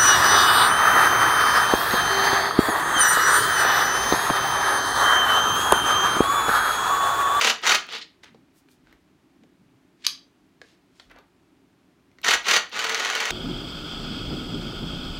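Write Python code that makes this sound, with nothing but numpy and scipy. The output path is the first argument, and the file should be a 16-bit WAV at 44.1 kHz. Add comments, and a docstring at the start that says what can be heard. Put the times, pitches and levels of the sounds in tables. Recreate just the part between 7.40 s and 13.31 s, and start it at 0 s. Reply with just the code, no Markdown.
"""Reciprocating saw in the hand

A cordless saw is blipped at a desk in a small room, turned over, its blade clamp snaps shut; two more blips, a slow run.
Background: shaped noise for a computer's hum, short noise tails for the room.
Hands: noise swells for rubs and thuds, filtered contacts for clicks. Clamp: cracks plus decaying steel sines.
Saw: the crank speed from each trigger pull drives gear noise, motor tones and shaft clacks through shell resonances.
"""
import sys
import numpy as np
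from scipy import signal
from scipy.fft import rfft, irfft, next_fast_len
from scipy.io import wavfile
from scipy.ndimage import uniform_filter1d

SR = 44100
rng = np.random.default_rng(int(sys.argv[2]) if len(sys.argv) > 2 else 0)


def int16_out(signal):
    """Quantize to a 16-bit WAV file."""
    q = np.round(np.clip(np.atleast_2d(signal).T, -1, 1) * 32767)
    wavfile.write(sys.argv[1], SR, q.astype(np.int16))


N = 260631


def amp(db):
    """Decibels to gain."""
    return 10 ** (np.asarray(db) / 20)


def unit(x):
    """Scale to rms 1."""
    return x / np.sqrt(np.mean(x ** 2) + 1e-20)


def noise(count):
    """White noise, rms about 1."""
    return rng.standard_normal(count)


def along(points, hz):
    """Interpolate (frequency [Hz], value) points on a log-frequency axis."""
    point_hz, value = np.transpose(points)
    return np.interp(np.log(hz + 1), np.log(point_hz + 1), value)


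def hump(centre_hz, octaves):
    """Gaussian band on a log-frequency axis, as dB against Hz; octaves is its standard deviation."""
    return lambda hz: -20 / np.log(10) * (np.log2((hz + 1) / centre_hz) / octaves) ** 2 / 2


def coloured(x, shape_db):
    """Filter x by a dB shape: minimum phase by folding the cepstrum, unit energy."""
    size = 8192
    gain = amp(shape_db(np.fft.rfftfreq(size, 1 / SR)))
    cepstrum = irfft(np.log(gain + 1e-6))
    cepstrum[1:size // 2] *= 2
    cepstrum[size // 2 + 1:] = 0
    response = irfft(np.exp(rfft(cepstrum)))
    return signal.oaconvolve(x, response / np.linalg.norm(response))[:len(x)]


def add(track, start_s, sound):
    """Mix a sound into a track."""
    start = max(round(start_s * SR), 0)
    part = track[start:start + len(sound)]
    part += sound[:len(part)]


def contact(t60, clean):
    """One contact: a one-sample blow (energy share clean) plus chatter decaying 60 dB in t60 seconds."""
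    t = np.arange(SR // 10) / SR
    chatter = noise(len(t)) * amp(-60 * t / t60)
    blow = np.linalg.norm(chatter) * (t == 0)
    return np.sqrt(clean) * blow + np.sqrt(1 - clean) * chatter


def swell(length_s):
    """Gaussian rise and fall: 1/e at length_s either side of a peak at 3 * length_s."""
    return np.exp(-np.linspace(-3, 3, round(6 * length_s * SR)) ** 2)


# Computer and room spectrum: (frequency [Hz], relative level [dB])
HUM_SPECTRUM = [(15, -49), (25, -22), (96, -13), (119, -15.5), (193, -7.5), (221, -16.5), (260, -5),
                (349, -10), (421, -15.5), (482, -25.5), (598, -21.5), (1450, -26.5), (2420, -29),
                (15500, -48)]
HUM_DB = -61


def computer_hum():
    """Steady air noise of the computer."""
    air = coloured(noise(N + SR), lambda hz: along(HUM_SPECTRUM, hz))
    return amp(HUM_DB) * unit(air[SR:])  # filter onset dropped


# Reverberation of desk and near walls: (frequency [Hz], t60 [s])
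ROOM_DECAY = [(200, 0.31), (1000, 0.3), (4000, 0.28), (12000, 0.18)]


def room_tail(x, delay_s):
    """Desk and walls answer with short dense tails, renewed every 1/8 s as the saw moves in the hand."""
    hop = SR // 8
    fade = np.sin(np.pi * np.arange(2 * hop) / (2 * hop))
    padded = np.pad(x, (hop, 3 * hop))
    out = np.zeros(len(padded))
    for start in range(0, N + hop, hop):
        hz, t, z = signal.stft(noise(SR // 3), SR, nperseg=256)
        decay = amp(-60 * t / along(ROOM_DECAY, hz)[:, None])
        tail = signal.istft(z * decay, SR, nperseg=256)[1]
        answer = signal.fftconvolve(padded[start:start + 2 * hop] * fade, tail / np.linalg.norm(tail))
        add(out, start / SR + delay_s, answer)
    return out[hop:hop + N]


# Palms and sleeves on the shell, scraping shaft and collar:
# (middle [s], 1/e half-length [s], level [dB], centre [Hz], standard deviation [octaves])
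RUBS = [(0.556, .035, -35.5, 3570, 0.37), (.622, .012, -38, 3100, .6), (0.841, .008, -49, 2300, 1),
        (0.871, .03, -55, 1796, 0.892), (.932, 0.056, -60, 187, .43), (1.178, .03, -64.5, 5950, 1.4),
        (1.322, .03, -65, 4740, 1.2), (1.507, .058, -64.5, 1200, 1.2), (2.026, 0.052, -58, 219, 0.47),
        (2.234, .037, -57, 165, .28), (2.337, 0.0406, -63.5, 118.8, .25), (2.638, .032, -58.5, 2930, 0.78),
        (2.652, 0.007, -31.5, 2900, .72), (3.291, 0.061, -64.5, 3278, 0.83), (3.6, .07, -66, 3440, 0.91),
        (3.713, 0.012, -49.5, 1328, 0.85), (3.772, .034, -54.5, 960, 0.94)]
# Heavy saw shifting against the body: (middle [s], 1/e half-length [s], level [dB])
THUDS = [(1.5, .067, -59), (3.72, 0.059, -57)]
RECOIL_DB, RECOIL_S, RECOIL_LAG_S = -57.5, .04, .004  # jolt on braking from full speed


def handling(grain_db):
    """Rubs are swells of tiny slips with uneven grain; thuds and recoils are deep soft swells."""
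    rubs, weight = np.zeros((2, N))
    for middle_s, length_s, db, hz, octaves in RUBS:
        grain = amp(grain_db * unit(uniform_filter1d(noise(SR // 2), size=60)))
        slips = unit(coloured(noise(SR // 2) * grain, hump(hz, octaves)))
        shape = swell(length_s)
        add(rubs, middle_s - 3 * length_s, amp(db) * shape * np.resize(slips, len(shape)))
    recoils = [(off_s + RECOIL_LAG_S, RECOIL_S, RECOIL_DB) for _, _, off_s, top, *_ in PULLS if top == FULL]
    for middle_s, length_s, db in THUDS + recoils:
        add(weight, middle_s - 3 * length_s, amp(db) * swell(length_s))
    return rubs + weight * unit(coloured(noise(N), hump(47, 0.32)))


# Fingers and loose parts on the shell: (time [s], level [dB], part pitch [Hz], tick relative to level [dB])
CLICKS = [(.489, -35.5, 2797, -22.5), (.835, -41.5, 2000, -17), (.843, -43.5, 2100, -21.5),
          (.946, -53, 804, -24), (1.287, -52.5, 2700, -8.5), (1.471, -55, 1524, -12.5),
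          (1.527, -50, 2010, -7.5), (2.036, -54, 800, -29), (3.216, -37, 1560, -22),
          (3.598, -40.5, 3000, -32), (3.5995, -42.5, 4300, -32.5), (3.699, -49, 2550, -20),
          (3.714, -48, 1490, -6), (3.762, -51, 940, -22.5), (3.787, -50, 940, -5.5), (4.17, -65, 3500, -24),
          (4.7155, -57.5, 2300, -28.5), (4.786, -46, 2000, -30), (5.055, -35, 2407, -17),
          (5.326, -41, 1700, -23)]
SWITCH_DB, SWITCH_HZ, SWITCH_TICK_DB = -48, 4000, 2.5
# Faint ticks of the shifting grip; levels spread evenly by +-FIDGET_SPREAD_DB, pitches by +-half an octave
FIDGET_PER_S, FIDGET_DB, FIDGET_SPREAD_DB = 3.5, -65.5, 3
FIDGET_HZ, FIDGET_TICK_DB = 3000, -19.5


def small_contacts():
    """Rows as in CLICKS: those, the trigger switch at each pull after 0 s, and random grip ticks."""
    switch = [(on_s, SWITCH_DB, SWITCH_HZ, SWITCH_TICK_DB) for on_s, *_ in PULLS if on_s > 0]
    fidgets = []
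    for when, force, part in rng.random((round(FIDGET_PER_S * N / SR), 3)):
        db = FIDGET_DB + FIDGET_SPREAD_DB * (2 * force - 1)
        fidgets.append((when * N / SR, db, FIDGET_HZ * 2 ** (part - .5), FIDGET_TICK_DB))
    return CLICKS + switch + fidgets


# Plastic click spectrum: (frequency [Hz], relative level [dB])
PLASTIC = [(200, -22.5), (600, -12), (1400, 0.5), (2400, -2.5), (3500, -7), (4300, -4.5), (5200, -11),
           (6200, -10.5), (8500, -24), (15000, -36.5)]
KNOCK_DB, KNOCK_DB_PER_OCTAVE = 1.5, -9.5  # relative to the click, for a 1 kHz part; higher parts knock less


def clicks(lift_db, octaves):
    """A plastic click lifted at the part's pitch, with a hollow low knock and a sharp high tick."""
    click, knock, tick = np.zeros((3, N))
    for s, db, pitch_hz, tick_db in small_contacts():
        knock_db = KNOCK_DB + KNOCK_DB_PER_OCTAVE * np.log2(pitch_hz / 1000)
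        part = lambda hz: along(PLASTIC, hz) + lift_db * amp(hump(pitch_hz, octaves)(hz))
        add(click, s, amp(db) * coloured(contact(t60=0.02, clean=0.41), part))
        add(knock, s, amp(db + knock_db) * contact(t60=.035, clean=.6))
        add(tick, s, amp(db + tick_db) * contact(t60=0.005, clean=0.43))
    return click + coloured(knock, hump(480, 0.59)) + coloured(tick, hump(11000, 0.96))


# Collar slips, snaps shut, bounces: (time [s], level [dB], clean-blow energy share [0-1])
CLAMP_BLOWS = [(2.6516, -29, .05), (2.6662, -5, .35), (2.6675, -7.5, .2), (2.673, -22, .1)]
# Crack spectrum: (frequency [Hz], relative level [dB])
SNAP = [(60, -71.5), (400, -28), (800, -32.5), (1150, -14.5), (1900, -14), (2700, -3.5), (3200, -8),
        (4400, -2), (5400, -4.5), (6200, -0.5), (8200, -15), (9700, -17), (12500, -23), (15500, -26)]
# Clamp and blade modes: (frequency [Hz], relative level [dB], t60 [s])
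STEEL = [(3819, -12.5, 0.43), (4179, -18.5, 0.33), (4169.5, -1, 0.35), (4834.3, 3, 0.11),
         (5308, -1.5, 0.15), (6090.5, -2, 0.3217), (7046, -12, 0.23), (9954, -18.5, 0.17),
         (12480, -13.5, 0.1), (13820, -26.5, 0.27)]


def clamp(ring_db):
    """The spring-loaded collar cracks shut and sets the steel's modes ringing."""
    cracks, rings = np.zeros((2, N))
    t = np.arange(SR // 2) / SR
    for s, db, clean in CLAMP_BLOWS:
        add(cracks, s, amp(db) * contact(t60=0.0057, clean=clean))
        ring = np.zeros(len(t))
        for hz, level_db, t60 in STEEL:
            decay = amp(level_db + rng.normal(0, 2) - 60 * t / t60)
            ring += decay * np.sin(2 * np.pi * hz * t)
        add(rings, s, amp(db + ring_db) * ring)
    return coloured(cracks, lambda hz: along(SNAP, hz)) + rings


SPIN_UP_S = .054
BRAKE_S, COAST_S, COAST_SHARE = .012, .058, .33  # time constants; brake takes most speed, the rest coasts away
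LOADED_LAW, COASTING_LAW = 0.97, 1.8  # gear noise gain grows as these powers of speed


def motor(on_s, off_s, top):
    """One pull: linear spin-up, braked and coasting fall; returns crank turns/s and relative gear gain."""
    t = np.arange(N) / SR
    rise = np.clip((t - on_s) / SPIN_UP_S, 0, 1)
    free_s = np.maximum(t - off_s, 0)
    fall = (1 - COAST_SHARE) * np.exp(-free_s / BRAKE_S) + COAST_SHARE * np.exp(-free_s / COAST_S)
    return top * rise * fall, rise ** LOADED_LAW * fall ** COASTING_LAW


FULL, SLOW, CREEP = 38, 19.44, 10  # held crank speeds [turns/s]
# Trigger pulls:
# (switch closes [s], motor starts [s], let go [s], crank speed [turns/s], one stroke's time [s])
PULLS = [(-.02, -.014, .11, FULL, .072), (.218, .221, .359, FULL, .2935), (.467, .475, .571, CREEP, .55),
         (4.816, 4.83, 4.949, FULL, 4.909), (5.034, 5.04, 5.177, FULL, 5.1375),
         (5.296, 5.312, 6, SLOW, 5.6485)]
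GEAR_DB, GEAR_DB_PER_OCTAVE = -19.5, 8.5  # at full trigger; slope against held speed


def drive():
    """Crank speed [turns/s] and gear level [dB]: the greatest over all pulls."""
    speed, gain = np.zeros((2, N))
    for _, on_s, off_s, top, _ in PULLS:
        turning, loudness = motor(on_s, off_s, top)
        held_db = GEAR_DB + GEAR_DB_PER_OCTAVE * np.log2(top / FULL)
        speed = np.maximum(speed, turning)
        gain = np.maximum(gain, amp(held_db) * loudness)
    return speed, 20 * np.log10(gain + 1e-6)


def gears(speed, teeth, rotor_ratio, throb_db, scatter_db, rasp):
    """Teeth strike unevenly and rasp between strikes; the load throbs once per rotor turn."""
    speed = np.maximum(speed, 2)
    turns = np.cumsum(speed) / SR
    strikes = np.diff(np.floor(turns * teeth), prepend=0) * amp(scatter_db * noise(N))
    strikes = unit(strikes * rng.choice([-1, 1], N) / np.sqrt(speed))  # even power at any strike rate
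    throb = amp(throb_db * np.sin(2 * np.pi * rotor_ratio * turns))
    return unit((strikes + rasp * noise(N)) * throb)


# Motor and gear lines: (multiple of crank speed [ratio], relative level [dB])
WHINE_LINES = [(6.3, -14), (12.6, -22), (23, -18), (75, -19)]


def whine(speed, waver):
    """Rotor and tooth tones follow the crank angle, which wavers by waver turns rms."""
    turns = np.cumsum(speed) / SR + waver * unit(uniform_filter1d(noise(N), size=3000))
    return sum(amp(db) * np.sin(2 * np.pi * multiple * turns) for multiple, db in WHINE_LINES)


STROKE_DB, STROKE_DB_PER_OCTAVE = -13, 7  # at full speed; a slower shaft hits less hard
RETURN_DB, STROKE_SCATTER_DB = -13, 0.5  # far end relative to near end; standard deviation per stroke
CLACKS_ABOVE_TURNS_PER_S = 11  # no clacks at or below


def travel_ends():
    """Rows (time [s], level [dB]): under power the shaft hits an end every half turn, the far end softer."""
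    rows = []
    for _, on_s, off_s, top, stroke_s in PULLS:
        speed, _ = motor(on_s, off_s, top)
        turns = np.cumsum(speed) / SR
        halves = np.floor(2 * (turns - turns[round(stroke_s * SR)]))
        for i in np.flatnonzero(np.diff(halves[:round(off_s * SR)])) + 1:
            if speed[i] > CLACKS_ABOVE_TURNS_PER_S:
                db = STROKE_DB + STROKE_DB_PER_OCTAVE * np.log2(speed[i] / FULL)
                rows.append((i / SR, db + RETURN_DB * (halves[i] % 2)))
    return [(s, db + rng.normal(0, STROKE_SCATTER_DB)) for s, db in rows]


# Shaft jerks in its play, out of step with the strokes: (time [s], level [dB])
JERKS = [(0.012, -12.5), (.273, -14), (.524, -32), (.55, -34.5), (0.583, -39), (4.845, -19), (4.866, -21.5)]


def strokes(speed, rebound_db):
    """Strokes and jerks clack; up to about a sixth of a turn later the shaft takes up its play, knocking."""
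    clacks, rebounds = np.zeros((2, N))
    for s, db in JERKS + travel_ends():
        turns_per_s = max(speed[min(round(s * SR), N - 1)], 15)
        lag_s = rng.uniform(.94, 1.06) / (6 * turns_per_s)
        add(clacks, s, amp(db) * contact(t60=0.04, clean=.04))
        add(rebounds, s + lag_s, amp(db + rebound_db) * contact(t60=0.027, clean=0.094))
    return clacks, rebounds


# Gear case and plastic shell resonances: (frequency [Hz], width at half lift [Hz], lift [dB])
SHELL_MODES = [(230.94, 60, 4.5), (452, 8.6, 3.5), (842.89, 25, 3), (1245, 70, 3.5), (1433, 77, 2.5),
               (1450, 16, 3.5), (1640, 10, 4), (1896, 68, 6), (2190, 77, 4), (2950, 97, 1.5),
               (3080, 120, 3.5), (3750, 140, 3), (4460, 520, 5.5), (6000, 440, 5), (6955.9, 1100, 5)]
# Saw body spectrum: (frequency [Hz], relative level [dB])
SAW_BODY = [(59, -66.5), (100, -35.5), (228, -18), (281, -20.5), (438, -5.5), (530, -9), (1430, -1),
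            (1550, -3), (1880, -2), (3120, -4.5), (5070, -13.5), (6120, -13), (7890, -22.5), (15500, -35.5)]


def shell(x, tilt_db):
    """The saw's body rings; a harder contact has more tilt_db per octave."""
    def shape_db(hz):
        lifts = sum(db / (1 + (2 * (hz - f) / width) ** 2) for f, width, db in SHELL_MODES)
        return along(SAW_BODY, hz) + lifts + tilt_db * np.log2(hz + 1)
    return coloured(x, shape_db)


def saw():
    """Gear noise brightens with speed, tones and sliding show when slow, strokes stand out."""
    speed, gear_db = drive()
    mesh = gears(speed, teeth=75, rotor_ratio=6.3, throb_db=2.2, scatter_db=4, rasp=.8)
    mesh *= amp(gear_db - 1)
    fast = np.clip((speed - 15) / 22, 0, 1)
    tones = amp(gear_db - 4) * (1 - fast) * whine(speed, waver=.001)
    racing = shell(mesh * np.sqrt(fast), tilt_db=.9)
    slow_mesh = mesh * np.sqrt(1 - fast) * rng.choice([-1, 1], N)  # random signs: uncorrelated with racing
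    creeping = shell(tones + slow_mesh, tilt_db=-0.7)
    # shaft sliding in its bush
    crawl = np.clip(1 - speed / 18, 0, 1)
    sliding = amp(gear_db + 2.5) * crawl * unit(coloured(noise(N), hump(3200, .48)))
    clacks, rebounds = strokes(speed, rebound_db=-1.5)
    return racing + creeping + sliding + shell(clacks, tilt_db=2.5) + shell(rebounds, tilt_db=-1.8)


def scene():
    """The saw and the hands on it, in the room, over the computer's hum."""
    direct = amp(-0.5) * saw() + clamp(ring_db=-46)
    direct = direct + clicks(lift_db=7.5, octaves=0.14) + handling(grain_db=2.5)
    return (direct + amp(-7.5) * room_tail(direct, delay_s=.003) + computer_hum())[None]


def record(dry):
    """The microphone rounds off the tallest peaks, sheds the deepest bass and has a band limit."""
    size = next_fast_len(N + SR // 2)
    hz = np.fft.rfftfreq(size, 1 / SR)
    rounded = dry / (1 + np.abs(dry / .8) ** 6) ** (1 / 6)
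    bass_cut = 1 / np.sqrt(1 + (34 / (hz + 1)) ** 10)
    top_hz = 15900
    return irfft(rfft(rounded, size) * bass_cut * (hz < top_hz), size)[..., :N]


dry = scene()
out = record(dry)
int16_out(out)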